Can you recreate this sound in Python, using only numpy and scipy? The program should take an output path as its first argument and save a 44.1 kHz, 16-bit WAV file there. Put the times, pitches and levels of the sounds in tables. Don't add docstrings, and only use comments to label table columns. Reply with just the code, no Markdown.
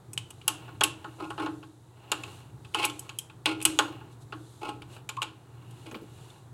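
import sys
import numpy as np
from scipy import signal
from scipy.fft import rfft, irfft, next_fast_len
from scipy.io import wavfile
from scipy.ndimage import map_coordinates

SR = 44100
rng = np.random.default_rng(int(sys.argv[2]) if len(sys.argv) > 2 else 0)


def waveform_to_disk(signal):
    frames = np.transpose(np.atleast_2d(signal))
    scaled = np.clip(frames, -1, 1) * 32767
    samples = np.round(scaled).astype(np.int16)
    wavfile.write(sys.argv[1], SR, samples)


N = 287973

# frequency in Hz, relative density in dB per Hz.
RUMBLE_SPECTRUM = [(20, -40), (50, -14.5), (85, -2.5), (112, 5), (140, 3), (215, -14), (350, -7.5),
                   (550, -30.5), (900, -49)]
AIR_SPECTRUM = [(170, -14), (220, -6), (330, 3), (420, 2), (560, -5), (870, 0), (1050, -4), (1400, -7.5),
                (2000, -15), (4000, -31)]
# frequency in Hz, relative density in dB per Hz.
SLEEVE_SPECTRUM = [(2000, -18), (3800, 1), (5200, -9.5), (7300, -3), (9500, -5.5), (11500, -9),
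                   (13500, -20.5), (16000, -40.5)]
# centre in seconds, length in seconds, change in dB.
HUM_LULL = (1.8, 0.49, -7.5)

# fastest moment in seconds, length in seconds, peak level in dB.
ARM_MOVES = [(.45, .8, -68), (1.33, 0.97, -64), (2.29, 0.35, -58), (2.88, 0.55, -60), (3.2, 0.6, -77),
             (3.76, .3, -54.5), (4.13, 0.05, -65), (4.225, 0.045, -63), (4.52, 0.56, -63),
             (4.94, 0.11, -58.5), (5.82, 0.35, -64.5), (6.24, 0.46, -62)]
TAP_TURNS = [(.62, 0.35, -58.5), (1.05, 0.35, -62.5), (2.23, 0.52, -57.5), (3.05, 0.32, -64),
             (3.84, 0.53, -57), (4.95, .14, -59), (5.78, 0.72, -65.5), (6.26, 0.35, -65)]
# frequency in Hz, relative density in dB per Hz.
THREAD_SPECTRUM = [(1200, -27.5), (2100, -18), (2620, -3.5), (2860, 2.5), (3100, -8.5), (4100, -14),
                   (5500, -30)]

# nominal mode frequency in Hz, relative level in dB, 60 dB decay in seconds.
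LATHE_MODES = [(407.8, -7, 0.088), (620, -22.5, 0.037), (851.6, 3, 0.088), (935, -11, 0.042),
               (1087.4, -0.5, 0.14), (1294, -7.5, .13), (1423, -2.5, 0.078), (1607, -6, 0.025)]
WRENCH_MODES = [(2257, 1, 0.072), (2570, -5.5, 0.14), (2814, -4.5, 0.14), (2860, -5.5, 0.021),
                (3274, -14, 0.12), (3475, -8, 0.12), (4088, -1, 0.059), (4760, -26.5, 0.15)]
JAW_MODES = [(6725, 5.5, 0.062), (7870, 8.5, 0.09), (9080, -3.5, 0.051), (9000, -10.5, .04),
             (10490, -4, 0.087), (11100, -11.5, 0.026), (11700, -1.5, 0.019)]
SHEET_MODES = [(298.6, -1.5, 0.34), (320.8, -3, 0.37), (339.5, -3.5, .24)]
# frequency in Hz, relative density in dB per Hz.
THUD_SPECTRUM = [(100, -39), (300, -10), (650, -9), (850, -4), (1450, -1), (1900, -14.5), (2600, -32.5),
                 (5000, -76.5)]
CLACK_SPECTRUM = [(900, -42), (1900, -19), (2500, 0), (2950, 2), (3700, -4), (4600, -9.5), (5600, -20.5),
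                  (8000, -44.5)]
SNAP_SPECTRUM = [(3000, -47.5), (5200, -4.5), (7000, 0), (8500, 2.5), (11000, 2.5), (13000, -4.5),
                 (16000, -22)]
# frequency in Hz, 60 dB decay in seconds.
ROOM_DECAY = [(300, 0.83), (1000, 0.33), (3000, 0.32), (8000, 0.29), (15000, 0.11)]
# start in seconds, wrench clink, lathe knock and jaw snap in dB before each
# part's trim, nominal wrench pitch in Hz, nominal jaw pitch in Hz.
WRENCH_CONTACTS = [(0.133, -49.5, -57.5, -35, 2530, 8300), (0.177, -23, -47, -28.5, 2984, 8200),
                   (0.305, -44, -54, -40.5, 2900, 8100), (0.415, -45, -64, -60.5, 2780, 8030),
                   (0.479, -18.5, -26, -14.5, 2823, 10630), (0.68, -50, -41, -67, 2740, 7960),
                   (0.809, -17.5, -18, -26, 3360, 6640), (0.836, -14.5, -26, -14, 2753, 10780),
                   (1.044, -43.5, -32.5, -55, 2915, 7060), (1.2, -48, -40.5, -77, 2800, 7250),
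                   (1.304, -37.5, -30.5, -44.5, 2870, 9140), (1.379, -38.5, -31, -57, 2854, 6730),
                   (1.398, -40.5, -27.5, -49, 3420, 9200), (1.461, -35.5, -27.5, -49.5, 2720, 6760),
                   (1.629, -46.5, -44, -74.5, 2720, 8500), (2.117, -20, -24, -21.5, 2795, 7190),
                   (2.236, -32.5, -42, -40.5, 2600, 7040), (2.648, -45.5, -51, -55.5, 2550, 8000),
                   (2.746, -20, -23, -29.5, 2900, 10000), (2.829, -26.5, -29, -34.5, 3145, 9900),
                   (2.844, -20.5, -28, -35, 2430, 8070), (2.851, -29.5, -47, -21, 2777, 9900),
                   (2.898, -34.5, -41, -39, 3470, 7200), (2.993, -45.5, -64.5, -31.5, 3040, 8000),
                   (3.093, -34.5, -41.5, -41, 2700, 6940), (3.187, -29, -67.5, -25.5, 3220, 10860),
                   (3.298, -45.5, -49, -63, 2540, 8160), (3.458, -15, -23.5, -25, 2580, 8900),
                   (3.603, -39, -47.5, -49, 2540, 8320), (3.615, -33.5, -49.5, -37, 2560, 8600),
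                   (3.625, -42, -52.5, -29, 2516, 8650), (3.652, -14.5, -26.5, -10.5, 2876, 8490),
                   (3.789, -14.5, -14.5, -17.5, 3233, 6690), (4.01, -54.5, -45, -71, 2690, 7940),
                   (4.324, -37.5, -32, -58, 2750, 8140), (4.691, -37, -45, -44, 2880, 8300),
                   (4.82, -41.5, -46.5, -50.5, 2360, 10000), (4.965, -48, -47, -57.5, 2570, 8000),
                   (5.091, -29.5, -35, -31.5, 2444, 7120), (5.168, -40.5, -47, -48.5, 2570, 7000),
                   (5.219, -23.5, -29.5, -33.5, 2804, 8400), (5.228, -27.5, -36, -32, 2383, 7080),
                   (5.71, -57, -66.5, -53, 2860, 9900), (5.913, -44, -42.5, -48.5, 2500, 6550),
                   (5.945, -36.5, -38, -61, 2340, 7870), (6.303, -50.5, -72.5, -57, 3600, 7060)]

# start in seconds, length in seconds, lathe groan, gritty rasp and
# sheet boom in dB before each part's trim.
JAW_SCRAPES = [(1.181, 0.073, -37.5, -50, -42), (1.37, 0.086, -35.5, -46, -41),
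               (2.737, .095, -33.5, -33, -43.5), (2.837, 0.008, -31.5, -26.5, -48),
               (3.452, 0.067, -35.5, -36, -36.5), (3.65, 0.051, -49.5, -42, -34.5),
               (4.608, 0.082, -34.5, -43, -43), (5.856, 0.0145, -42, -45, -41)]
# frequency in Hz, relative density in dB per Hz.
GROAN_SPECTRUM = [(150, -30.5), (300, -0.5), (600, -1), (860, 2), (1400, -0.5), (1900, -22), (3000, -39.5)]
RASP_SPECTRUM = [(1200, -23.5), (1900, -9.5), (2550, 7), (3400, -2.5), (4800, -11.5), (6000, -19),
                 (8500, -14.5), (11000, -19), (15000, -38.5)]
# time in seconds, level in dB.
SQUEAK_LEVEL = [(5.168, -71), (5.173, -35.5), (5.182, -30.5), (5.198, -38.5), (5.212, -53), (5.225, -51.5)]
# start in seconds, level in dB before the trim.
PALM_BUMPS = [(5.87, -46), (5.915, -37.5), (5.947, -34.5), (6.012, -38.5)]
# frequency in Hz, relative density in dB per Hz.
PALM_SPECTRUM = [(90, -14.5), (220, 6), (400, 5.5), (650, -9), (1200, -33)]

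HISS_DB, AIR_DB, HUM_DB, RUMBLE_DB = -71, -60.5, -53, -52.5
MURMUR_DB = 4.5
CHIPS_PER_S, CHIPS_DB = 34, 1.5
BOOM_DB, BOOM_DRAG_DB = -18, 8.5
SLIPS_PER_S = 1400
SCRAPE_RISE, SCRAPE_RELEASE_S = 0.23, 0.012
TOP_HZ = 16200


def amp(db):
    return 10 ** (np.asarray(db) / 20)


def unit(x):
    return x / np.sqrt(np.mean(x ** 2) + 1e-20)


def burst(x):
    return x / np.linalg.norm(x) * np.sqrt(0.01 * SR)


def along(points, hz):
    f, v = np.transpose(points)
    return np.interp(np.log(hz + 1), np.log(f), v)


def wobble(rate):
    knots = rng.standard_normal(int(N * rate / SR) + 4)
    return map_coordinates(knots, [np.arange(N) * rate / SR])


def coloured(x, spectrum):
    m = 2 * next_fast_len(len(x))
    cepstrum = irfft(np.log(amp(along(spectrum, np.fft.rfftfreq(m, 1 / SR)))))
    cepstrum[1:m // 2] *= 2
    cepstrum[m // 2 + 1:] = 0
    return irfft(rfft(x, m) * np.exp(rfft(cepstrum)))[:len(x)]


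def noise(spectrum):
    return unit(coloured(rng.standard_normal(N), spectrum))


def swell(s, length):
    return np.exp(-np.pi * ((np.arange(N) / SR - s) / length * np.sqrt(2)) ** 2)


def workshop(hum_hz=120, waver_db=1.77):
    phase = 2 * np.pi * hum_hz * np.arange(N) / SR
    mains = unit(np.sin(phase + 0.23 * wobble(8.8)))
    s, length, lull_db = HUM_LULL
    lull = lull_db * swell(s, length)
    level = amp(waver_db * wobble(7) + lull)
    hum = level * (amp(HUM_DB) * mains + amp(RUMBLE_DB) * noise(RUMBLE_SPECTRUM))
    air = amp(AIR_DB + 0.5 * lull) * noise(AIR_SPECTRUM)
    return hum + air + amp(HISS_DB) * noise(SLEEVE_SPECTRUM)


def swells(rows):
    return sum(amp(db) * swell(s, length) for s, length, db in rows)


def jolts(rate, clump_db):
    kicks = (rng.random(N) < rate / SR) * rng.choice([-1, 1], N)
    return unit(kicks * amp(clump_db * np.tanh(wobble(170))))


def ring(modes, scatter_db=1.0, detune=0.008):
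    t = np.arange(SR // 2) / SR
    total = np.zeros(len(t))
    for hz, db, t60 in modes:
        strength, shift, phase = rng.standard_normal(3)
        decay = amp(db + scatter_db * strength - 60 * t / t60)
        total += decay * np.sin(2 * np.pi * hz * (1 + detune * shift) * t + np.pi * phase)
    return burst(total)


def handwork():
    swish = swells(ARM_MOVES) * unit(noise(SLEEVE_SPECTRUM) * amp(wobble(500)))
    steel = ring(LATHE_MODES) + amp(-8) * ring(WRENCH_MODES)
    chips = unit(signal.fftconvolve(jolts(CHIPS_PER_S, clump_db=5), steel)[:N])
    rubbing = unit(noise(THREAD_SPECTRUM) * amp(1.5 * wobble(150)))
    murmur = amp(MURMUR_DB) * noise(AIR_SPECTRUM)
    return swish + swells(TAP_TURNS) * (rubbing + murmur + amp(CHIPS_DB) * chips)


def add(track, s, x):
    part = track[max(round(s * SR), 0):][:len(x)]
    part += x[:len(part)]


def ting(hz, t60):
    return ring([(hz * 0.988, 0, t60), (hz * 1.012, 0, t60)], scatter_db=1.0, detune=0.014)


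def struck(modes, spectrum, t60, ring_db, attack):
    t = np.arange(SR // 2) / SR
    chatter = amp(3 * np.interp(t, np.arange(0, 1, 0.001), rng.standard_normal(1000)))
    crack = rng.standard_normal(len(t)) * chatter * amp(-60 * t / t60)
    crack = burst(coloured(crack, spectrum))
    return burst((crack + amp(ring_db) * ring(modes)) * (1 - np.exp(-t / attack)))


def room_tail():
    hz, t, z = signal.stft(rng.standard_normal(SR // 2), SR, nperseg=256)
    decay = amp(-60 * t / along(ROOM_DECAY, hz)[:, None])
    build_up = 1 - np.exp(-t / 0.0036)
    return signal.istft(z * decay * build_up, SR, nperseg=256)[1][:SR // 2]


def in_room(x, wet_db):
    tail = room_tail()
    return x + amp(wet_db) * signal.fftconvolve(x, tail / np.linalg.norm(tail))[:len(x)]


def wash(spectrum):
    return burst(coloured(room_tail(), spectrum))


def contacts():
    out, t = np.zeros(N), np.arange(SR // 2) / SR
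    for s, clink_db, knock_db, snap_db, wrench_hz, jaw_hz in WRENCH_CONTACTS:
        whole_db = 10 * np.log10(np.sum(amp([clink_db, knock_db, snap_db]) ** 2))
        softness_db = whole_db - snap_db
        drag = 1.5 + np.clip((softness_db - 13) / 14, 0, 1.5)
        loose = np.clip((whole_db - knock_db - 17) / 8, 0, 1)
        dulling_db = -1.3 * np.clip(softness_db - 0.5, 0, 7)

        lathe = struck(LATHE_MODES, THUD_SPECTRUM, t60=0.076, ring_db=1.5, attack=0.0012 * drag)
        lathe = in_room(lathe, wet_db=-17) + amp(-9.5) * wash(THUD_SPECTRUM)
        knock = amp(knock_db - 4) * lathe

        wrench = struck(WRENCH_MODES, CLACK_SPECTRUM, t60=0.029 * drag, ring_db=-13.5, attack=0.00067 * drag)
        wrench = burst(wrench + amp(-0.5 + 10 * loose) * ting(wrench_hz, t60=0.027))
        wrench = in_room(wrench, wet_db=-16) + amp(-15 - 7 * loose) * wash(CLACK_SPECTRUM)
        clink = amp(clink_db - 5.5) * wrench

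        jaws = struck(JAW_MODES, SNAP_SPECTRUM, t60=0.021 * drag, ring_db=-11, attack=0.00035)
        jaws = burst(jaws + amp(-1.5) * ting(jaw_hz, t60=0.022))
        jaws = in_room(jaws, wet_db=-20) + amp(-16) * wash(SNAP_SPECTRUM)
        snap = amp(snap_db - 6) * coloured(jaws, [(7500, 0), (13000, dulling_db)])

        sheet = burst(ring(SHEET_MODES) * (1 - np.exp(-t / 0.031)) ** 2)
        boom = amp(knock_db + BOOM_DB + BOOM_DRAG_DB * (drag - 1)) * sheet
        add(out, s, knock + clink + snap + boom)
    return out


def stroke(start, length):
    t = np.arange(N) / SR - start
    attack = np.clip(t / (SCRAPE_RISE * length), 0, 1)
    return attack * np.exp(-np.maximum(t - length, 0) / SCRAPE_RELEASE_S)


def scrapes():
    groan, rasp, boom = sum(amp(levels)[:, None] * stroke(start, length)
                            for start, length, *levels in JAW_SCRAPES)
    slips = jolts(SLIPS_PER_S, clump_db=6)
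    impulse = np.eye(1, SR // 2)[0]
    lathe = burst(coloured(impulse, GROAN_SPECTRUM)) + amp(2) * ring(LATHE_MODES)
    wrench = burst(coloured(impulse, RASP_SPECTRUM)) + amp(-6) * ring(WRENCH_MODES)

    def shaken(part, force):
        return signal.fftconvolve(slips * force, part / np.linalg.norm(part))[:N]

    steel = amp(-4) * shaken(lathe, groan) + amp(-3.5) * shaken(wrench, rasp)
    sheet = amp(1.5) * shaken(ring(SHEET_MODES), boom)
    return in_room(steel + sheet, wet_db=-10.5)


def squeak(hz=1080):
    pitch = hz * (1 + 0.05 * wobble(200))
    tone = np.sin(2 * np.pi * np.cumsum(pitch) / SR)
    tone = unit(tone * amp(3.4 * wobble(250)))
    s, db = np.transpose(SQUEAK_LEVEL)
    level = amp(np.interp(np.arange(N) / SR, s, db, left=-120, right=-120))
    return in_room(level * tone, wet_db=-9.5)


def bumps():
    out, t = np.zeros(N), np.arange(SR // 2) / SR
    for s, db in PALM_BUMPS:
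        push = rng.standard_normal(len(t)) * amp(-60 * t / 0.14) * (1 - np.exp(-t / 0.0046))
        add(out, s, amp(db - 3) * burst(coloured(push, PALM_SPECTRUM)))
    return out


def scene():
    return (workshop() + handwork() + contacts() + scrapes() + squeak() + bumps())[None]


def record(dry):
    m = next_fast_len(N + SR // 2)
    passed = np.fft.rfftfreq(m, 1 / SR) < TOP_HZ
    return irfft(rfft(dry, m) * passed, m)[:, :N]


dry = scene()
out = record(dry)
waveform_to_disk(out)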